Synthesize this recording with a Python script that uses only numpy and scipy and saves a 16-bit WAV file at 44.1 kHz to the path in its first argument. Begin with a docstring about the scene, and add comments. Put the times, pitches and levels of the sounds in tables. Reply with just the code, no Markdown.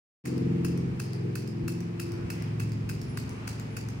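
"""Sharp little clicks: a spring-loaded lancing pen fires twelve times against skin in a small hard room.
Each shot is a trigger tick and, a few ms later, the plunger hitting its stop; then the button springs back.
A low throb, like a single-cylinder engine idling outside, fills the room. Under it lie soft rustles
of glove and sleeve, a faint thin whistle, a few dull thuds and a bed of rumble and hiss."""
import sys
import numpy as np
from scipy import signal
from scipy.fft import rfft, irfft, next_fast_len
from scipy.io import wavfile
from scipy.ndimage import map_coordinates

SR = 44100
rng = np.random.default_rng(int(sys.argv[2]) if len(sys.argv) > 2 else 0)


def dump(signal):
    """Clip the signal to [-1, 1] and save it as 16-bit WAV at the path in sys.argv[1]."""
    limited = np.clip(np.atleast_2d(signal).T, -1, 1)
    pcm = np.round(limited * 32767).astype(np.int16)
    wavfile.write(sys.argv[1], SR, pcm)


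N = 176400
TIME = np.arange(N) / SR
CLICK_TIME = np.arange(SR // 4) / SR

# Each firing of the pen: start_s, trigger_db, plunger_db, travel_ms, left_over_right_db, ping_db
SHOTS = [(0.2541, -34, -30.5, 4.6, -2, -36.5), (0.6473, -31, -32, 3.4, 2, -31.5),
         (0.9968, -35.5, -29, 3.7, 1, -34.5), (1.3542, -31, -32.5, 2.9, 0.5, -33),
         (1.6789, -31, -30.5, 3.2, -0.5, -32), (1.9969, -32, -29.5, 3.1, 6, -30),
         (2.3018, -31.5, -32.5, 3.2, -1, -29.5), (2.5978, -35, -31, 4.1, -3.5, -30.5),
         (2.8913, -33, -30.5, 4.9, -2, -32), (3.1719, -34.5, -29, 2.7, 0, -37),
         (3.4745, -35, -27.5, 3.17, 2, -35), (3.7666, -32.5, -30.5, 3.56, 1, -33)]
PING_HZ, PING_T60_S, PING_RISE_S = 2605, 0.02, 0.0011


def pen_shots():
    """The trigger lets go, the barrel pings and the plunger slaps its stop."""
    out = np.zeros((2, N))
    for start_s, trigger_db, plunger_db, travel_ms, pan_db, ping_db in SHOTS:
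        ping = ringing_tone(ping_db, PING_HZ * rng.normal(1, 0.008), PING_T60_S)
        ping *= 1 - np.exp(-CLICK_TIME / PING_RISE_S)
        shot = amp(trigger_db) * contact(crack_db=-2.5, crack_t60_s=0.027) + ping
        slap = amp(plunger_db) * contact(crack_db=1, crack_t60_s=0.0074, heavy=True)
        add(shot, travel_ms / 1000, slap)
        add(out, start_s, room(shot, pan_db, wet_db=-1))
    return out


# Each release of the button: start_s, level_db, catch_hz, left_over_right_db
BUTTON_RETURNS = [(0.3795, -37.5, 5070, 13), (0.7755, -36, 5670, 8.5), (1.1327, -32, 4820, 2),
                  (1.476, -33, 5100, -5), (1.805, -34.5, 5900, -5), (2.1194, -33, 5470, 2),
                  (2.4228, -34, 5370, 12), (2.7194, -35.5, 5080, -2), (3.0156, -31, 5450, -2),
                  (3.293, -33.5, 6180, 2), (3.5974, -32, 7200, 3), (3.887, -32.5, 6100, 1)]


def button_returns():
    """The button springs back: its catch rings over a light tick of the barrel."""
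    out = np.zeros((2, N))
    for start_s, level_db, catch_hz, pan_db in BUTTON_RETURNS:
        catch = ringing_tone(level_db=-8.5, pitch_hz=catch_hz, t60_s=0.01)
        tick = contact(crack_db=-6, crack_t60_s=0.013, ring_db=-3)
        add(out, start_s, room(amp(level_db) * (catch + tick), pan_db, wet_db=-3))
    return out


# The barrel's resonances: pitch_hz, t60_s, light_tick_db, heavy_hit_db
BARREL_MODES = [(1180, 0.006, -38, 2), (1540, 0.0075, -13, 4), (2170, 0.0072, -31, -1.5),
                (4550, 0.0048, -2.5, -1.5), (5180, 0.012, -13, -11)]
# The bright EQ of a contact's crack: frequency_hz, gain_db
CRACK_EQ = [(500, -24), (1500, 13), (2700, 2), (3500, -8.5), (4700, 3.5), (7500, 3), (10200, 3.5),
            (12000, -3), (15500, 2)]
SNAP_DB, SNAP_T60_S = -2, 0.0038  # the first instant of each crack
SPRING_HZ, SPRING_WIDTH_HZ, SPRING_DB, SPRING_T60_S = 5000, 520, -32, 0.44


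def contact(crack_db, crack_t60_s, heavy=False, ring_db=0):
    """Two parts meet inside the pen: the barrel rings, the hit cracks and the spring buzzes."""
    t = CLICK_TIME
    ring = np.zeros((2, len(t)))
    for pitch_hz, t60_s, light_db, heavy_db in BARREL_MODES:
        mode_db = (heavy_db if heavy else light_db) + ring_db + rng.normal(0, 1, (2, 1))
        cycles = pitch_hz * rng.normal(1, 0.015) * t + rng.normal(0, 0.24, (2, 1))
        ring += decay(mode_db, t60_s) * np.sin(2 * np.pi * cycles)
    crack = shaped_noise(len(t), lambda hz: amp(along(CRACK_EQ, hz)))
    crack *= decay(crack_db, crack_t60_s) + decay(crack_db + SNAP_DB, SNAP_T60_S)
    buzz = shaped_noise(len(t), lambda hz: 1 / (1 + ((hz - SPRING_HZ) / SPRING_WIDTH_HZ) ** 2))
    buzz *= decay(SPRING_DB, SPRING_T60_S)
    attack = 1 - np.exp(-t / 0.00049)
    return (ring + crack + buzz) * attack


def coil_ring():
    """The second shot leaves the coil spring ringing thinly."""
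    out = np.zeros((2, N))
    add(out, start_s=0.652, sound=ringing_tone(level_db=-54, pitch_hz=5010, t60_s=0.47))
    return out


# Early reflections off the walls: delay_s, level_db
WALL_ECHOES = [(.0065, -18), (.0115, -15), (.0182, -12), (.036, -20)]
# Decay time of the reverb tail: frequency_hz, t60_s
TAIL_DECAY = [(300, 0.77), (2500, 0.31), (5000, 0.63), (9000, 0.32), (15000, 0.25)]
# EQ on the reverb tail: frequency_hz, gain_db
TAIL_EQ = [(300, -53), (1500, -21.5), (2600, 2), (5000, 1), (10000, 1.5), (15000, -0.5)]
ECHO_GRAIN_DB, TAIL_BUILD_S = 4, 0.00077


def room(click, pan_db, wet_db):
    """Hard walls answer a panned click with early echoes and a bright, grainy tail."""
    t = np.arange(SR // 3) / SR
    echoes = rng.standard_normal((2, len(t)))
    grain = np.interp(t, t[::50], rng.standard_normal(len(t[::50])))  # clumps into distinct echoes
    echoes *= amp(ECHO_GRAIN_DB * grain) * (1 - np.exp(-t / TAIL_BUILD_S))
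    band_hz, frame_s, spectrum = signal.stft(echoes, SR, nperseg=256)
    spectrum *= amp(-60 * frame_s / along(TAIL_DECAY, band_hz)[:, None])
    _, tail = signal.istft(spectrum, SR, nperseg=256)
    impulse = filtered(tail / np.linalg.norm(tail[0]), lambda hz: amp(along(TAIL_EQ, hz)))
    for delay_s, level_db in WALL_ECHOES:
        for channel in impulse:
            add(channel, delay_s + rng.normal(0, 0.00045), amp([level_db]))
    impulse *= amp(wet_db)
    impulse[:, :1] += pan(pan_db)  # the direct sound
    return signal.fftconvolve(click, impulse, axes=1)


# The idle speed: time_s, firing_rate_hz
ENGINE_SPEED = [(0.25, 21.61), (0.9, 21.63), (1.5, 21.54), (2.1, 21.53), (2.7, 21.86), (3.3, 21.9),
                (4.0, 22.18)]
# Fader rides on the throb's two bands, ahead of their trims: time_s, low_db, upper_db
THROB_FADERS = [(.26, -34.5, -37), (.35, -31, -33), (.48, -26.5, -31.5), (.63, -28.5, -33.5),
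                (.87, -29.5, -35.5), (.98, -31, -41), (1.21, -32.5, -39), (1.265, -30.5, -34.5),
                (1.34, -33, -40.5), (1.51, -35.5, -40), (1.62, -30, -36), (1.95, -35, -41),
                (2.35, -33, -39.5), (2.62, -31, -42), (3.0, -33.5, -41.5), (3.43, -39, -46),
                (3.88, -33.5, -45), (4, -36, -48)]
# Four exhaust colours in turn, a row per harmonic from the 4th: first_db, second_db, third_db, fourth_db
EXHAUST_HARMONICS = [(-13.5, -21, -20, -18.5), (-8.5, -4.5, -5.5, -1), (-2, -1, -8, -4),
                     (-8.5, -9, -9, -4.5), (-0.5, -6, -5.5, -12.5), (-9, -12, -18.5, -8.5),
                     (-14, -15, -15, -18.5), (-12, -16, -20, -16), (-10, -31, -19, -12.5),
                     (-14.5, -26.5, -20.5, -27.5), (-14, -17.5, -26, -25), (-12, -21.5, -14.5, -22),
                     (-9.5, -15.5, -12, -19), (-19, -17, -23, -25), (-19, -31, -26, -25.5),
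                     (-26, -19.5, -31.5, -30), (-18.5, -26.5, -27, -22), (-16, -25, -25, -37),
                     (-26, -25, -36, -30), (-20.5, -27, -27, -31.5)]
COLOUR_SHIFTS_S, CROSSFADE_S = (0.99, 1.51, 2.42), 0.033
IDLE_HZ, BAND_SPLIT_HZ, FULL_WIDTH_HZ, WIDTH_RAD = 21.7, 205, 396, 0.71
EARLY_SCATTER_RAD, LATE_SCATTER_RAD = 0.96, 1.324  # distinct puffs until the first shift, then a blur
DRIFT_RAD, WAVER_DB, LOW_TRIM_DB, UPPER_TRIM_DB = 0.5, 2.7, -2, -1


def engine():
    """Exhaust harmonics, muffled by walls; many paths scatter their phases and make each waver."""
    firing_hz, = automation(ENGINE_SPEED)
    low_db, upper_db = automation(THROB_FADERS)
    firings = np.cumsum(firing_hz) / SR - 0.1026 + 0.004 * wobble(IDLE_HZ)  # a slightly uneven beat
    shifts = np.array([np.clip((TIME - s) / CROSSFADE_S + 0.5, 0, 1) for s in COLOUR_SHIFTS_S])
    scatter = EARLY_SCATTER_RAD + (LATE_SCATTER_RAD - EARLY_SCATTER_RAD) * shifts[0]
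    bands, power = np.zeros((2, 2, N)), np.zeros((2, N))
    for harmonic, colours_db in enumerate(EXHAUST_HARMONICS, 4):
        pitch_hz = harmonic * IDLE_HZ
        gain = amp(colours_db[0] + np.diff(colours_db) @ shifts)
        phase = 2 * np.pi * harmonic * firings + scatter * rng.standard_normal()
        phase += DRIFT_RAD * wobble(rate_hz=3.5)
        width = WIDTH_RAD * min((pitch_hz / FULL_WIDTH_HZ) ** 2, 1) * rng.choice([-1, 1])
        waver = amp(WAVER_DB * wobble(rate_hz=5.92))
        band = int(pitch_hz > BAND_SPLIT_HZ)
        bands[band] += gain * waver * np.cos([phase + width, phase - width])
        power[band] += gain ** 2 / 2
    low, upper = bands / np.sqrt(power)[:, None]
    return amp(low_db + LOW_TRIM_DB) * low + amp(upper_db + UPPER_TRIM_DB) * upper * pan(2.5)


# Small moves of the hand: peak_s, width_s, level_db, centre_hz
RUSTLES = [(2.18, 0.11, -55, 1290), (2.42, 0.075, -53.5, 2100), (3.419, 0.18, -55, 1170)]
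RUSTLE_OCTAVES = 0.46


def rustles():
    """Glove and sleeve slide in soft swells of midrange noise."""
    out = np.zeros((2, N))
    for peak_s, width_s, level_db, centre_hz in RUSTLES:
        friction = shaped_noise(N, lambda hz: bell(np.log2((hz + 1) / centre_hz), RUSTLE_OCTAVES))
        out += amp(level_db) * bell(TIME - peak_s, width_s) * friction
    return out


# Each swell of the whistle: start_s, length_s, pitch_hz, level_db
WHISTLES = [(3.025, 0.22, 10130, -63), (3.27, 0.13, 10350, -68), (3.683, 0.15, 10100, -71.5)]
WHISTLE_FLUTTER_DB, WHISTLE_WAVER_HZ = 3, 45


def whistle():
    """A faint, thin whistle flutters as it comes and goes."""
    out = np.zeros(N)
    for start_s, length_s, pitch_hz, level_db in WHISTLES:
        swell = np.sin(np.pi * np.clip((TIME - start_s) / length_s, 0, 1))
        flutter_db = WHISTLE_FLUTTER_DB * wobble(rate_hz=50)
        cycles = np.cumsum(pitch_hz + WHISTLE_WAVER_HZ * wobble(rate_hz=90)) / SR
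        out += amp(level_db + flutter_db) * swell * np.sin(2 * np.pi * cycles)
    return out


# Each dull bump: peak_s, level_db
THUDS = [(0.935, -36), (1.65, -32.5), (2.131, -40), (2.255, -33)]
# Their bass-heavy EQ: frequency_hz, gain_db
THUD_EQ = [(20, -18), (45, -22), (70, -13), (110, -5), (250, -23), (600, -120)]
THUD_WIDTH_S = 0.017


def thuds():
    """Soft thuds: short, rounded bursts of low noise."""
    envelope = sum(amp(level_db) * bell(TIME - peak_s, THUD_WIDTH_S) for peak_s, level_db in THUDS)
    return envelope * room_noise(THUD_EQ)


# Fader rides on the room tone, ahead of its trims: time_s, rumble_db, hiss_db
ROOM_TONE_FADERS = [(.25, -70, -55), (.45, -56, -54), (.92, -54, -55.5), (1.05, -65, -55), (1.5, -76, -57),
                    (2.02, -61.5, -56), (2.15, -56, -55), (2.45, -60, -54), (2.9, -53.5, -56),
                    (3.45, -57, -53), (3.65, -56.5, -54), (4, -57, -55)]
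# EQ of the rumble and of the hiss: frequency_hz, gain_db
RUMBLE_EQ = [(20, -23), (45, -8.5), (70, 2), (120, 0.5), (250, -7), (450, -11), (700, -54), (2000, -120)]
HISS_EQ = [(100, -14), (500, 5.5), (900, 3), (1500, -1.5), (2500, -1), (3500, -11.5), (5000, -13),
           (6500, -17.5), (9500, -22), (12000, -32), (15500, -29)]
RUMBLE_TRIM_DB, HISS_TRIM_DB = 13.5, 5.5


def room_tone():
    """A low rumble rises and sinks under a nearly steady hiss."""
    rumble_db, hiss_db = automation(ROOM_TONE_FADERS)
    rumble = amp(rumble_db + RUMBLE_TRIM_DB) * room_noise(RUMBLE_EQ)
    hiss = amp(hiss_db + HISS_TRIM_DB) * room_noise(HISS_EQ)
    return rumble + hiss


# Stereo image of the room's noise: frequency_hz, left_right_correlation
STEREO_IMAGE = [(30, 0.38), (120, 0.9), (300, 1), (600, -0.39), (2000, -0.19), (10000, -0.097)]


def room_noise(eq):
    """Coloured noise of rms 1, centred in the upper bass and wide from the mids up."""
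    def mid_side_gains(hz):
        angle = np.arccos(along(STEREO_IMAGE, hz)) / 2
        return amp(along(eq, hz)) * [np.cos(angle), np.sin(angle)]
    mid, side = filtered(rng.standard_normal((2, N)), mid_side_gains)
    return unit_rms(np.array([mid + side, mid - side]))


def shaped_noise(samples, response):
    """Filtered noise of rms 1, independent left and right."""
    return unit_rms(filtered(rng.standard_normal((2, samples)), response))


def ringing_tone(level_db, pitch_hz, t60_s):
    """One struck resonance: a dying sine."""
    return decay(level_db, t60_s) * np.sin(2 * np.pi * pitch_hz * CLICK_TIME)


def decay(level_db, t60_s):
    """A click's envelope, falling 60 dB every t60_s."""
    return amp(level_db - 60 * CLICK_TIME / t60_s)


def bell(offset, width):
    """A Gaussian hump of height 1."""
    return np.exp(-(offset / width) ** 2 / 2)


def wobble(rate_hz):
    """A smooth random curve through rate_hz points a second."""
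    t = np.arange(0, N + 200, 200) / SR
    curve = map_coordinates(rng.standard_normal(400), [t * rate_hz + 4], mode="mirror")
    return np.interp(TIME, t, curve)


def automation(rows):
    """One value per sample for each column after the time."""
    time_s, *columns = np.transpose(rows)
    return [np.interp(TIME, time_s, column) for column in columns]


def along(points, hz):
    """(frequency_hz, value) points read on a log axis."""
    point_hz, values = np.transpose(points)
    return np.interp(np.log(hz + 1), np.log(point_hz + 1), values)


def filtered(x, response):
    """x shaped by a gain for each frequency."""
    samples = x.shape[-1]
    padded = 2 * next_fast_len(samples // 2 + 2048)
    gains = response(np.fft.rfftfreq(padded, 1 / SR))
    return irfft(rfft(x, padded) * gains, padded)[..., :samples]


def amp(db):
    """Decibels to gain."""
    return 10 ** (np.asarray(db) / 20)


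def pan(left_over_right_db):
    """Left and right gains, as a column."""
    return amp([[left_over_right_db / 2], [-left_over_right_db / 2]])


def unit_rms(x):
    """Scaled to rms 1."""
    return x / np.sqrt(np.mean(x ** 2) + 1e-20)


def add(track, start_s, sound):
    """Mix a sound in at start_s."""
    part = track[..., max(round(start_s * SR), 0):][..., :sound.shape[-1]]
    part += sound[..., :part.shape[-1]]


def scene():
    """The pen close by, the engine and the room behind it."""
    pen = pen_shots() + button_returns() + coil_ring()
    return pen + rustles() + whistle() + engine() + room_tone() + thuds()


SILENCE_S, FADE_IN_S, HIGH_CUT_HZ = 0.2386, 0.026, 15900


def record(dry):
    """A moment of silence, a quick fade-in and a steep high cut on the whole mix."""
    fade_in = np.clip((TIME - SILENCE_S) / FADE_IN_S, 0, 1)
    return filtered(dry * fade_in, lambda hz: np.clip((HIGH_CUT_HZ - hz) / 200 + 0.5, 0, 1))


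dry = scene()
out = record(dry)
dump(out)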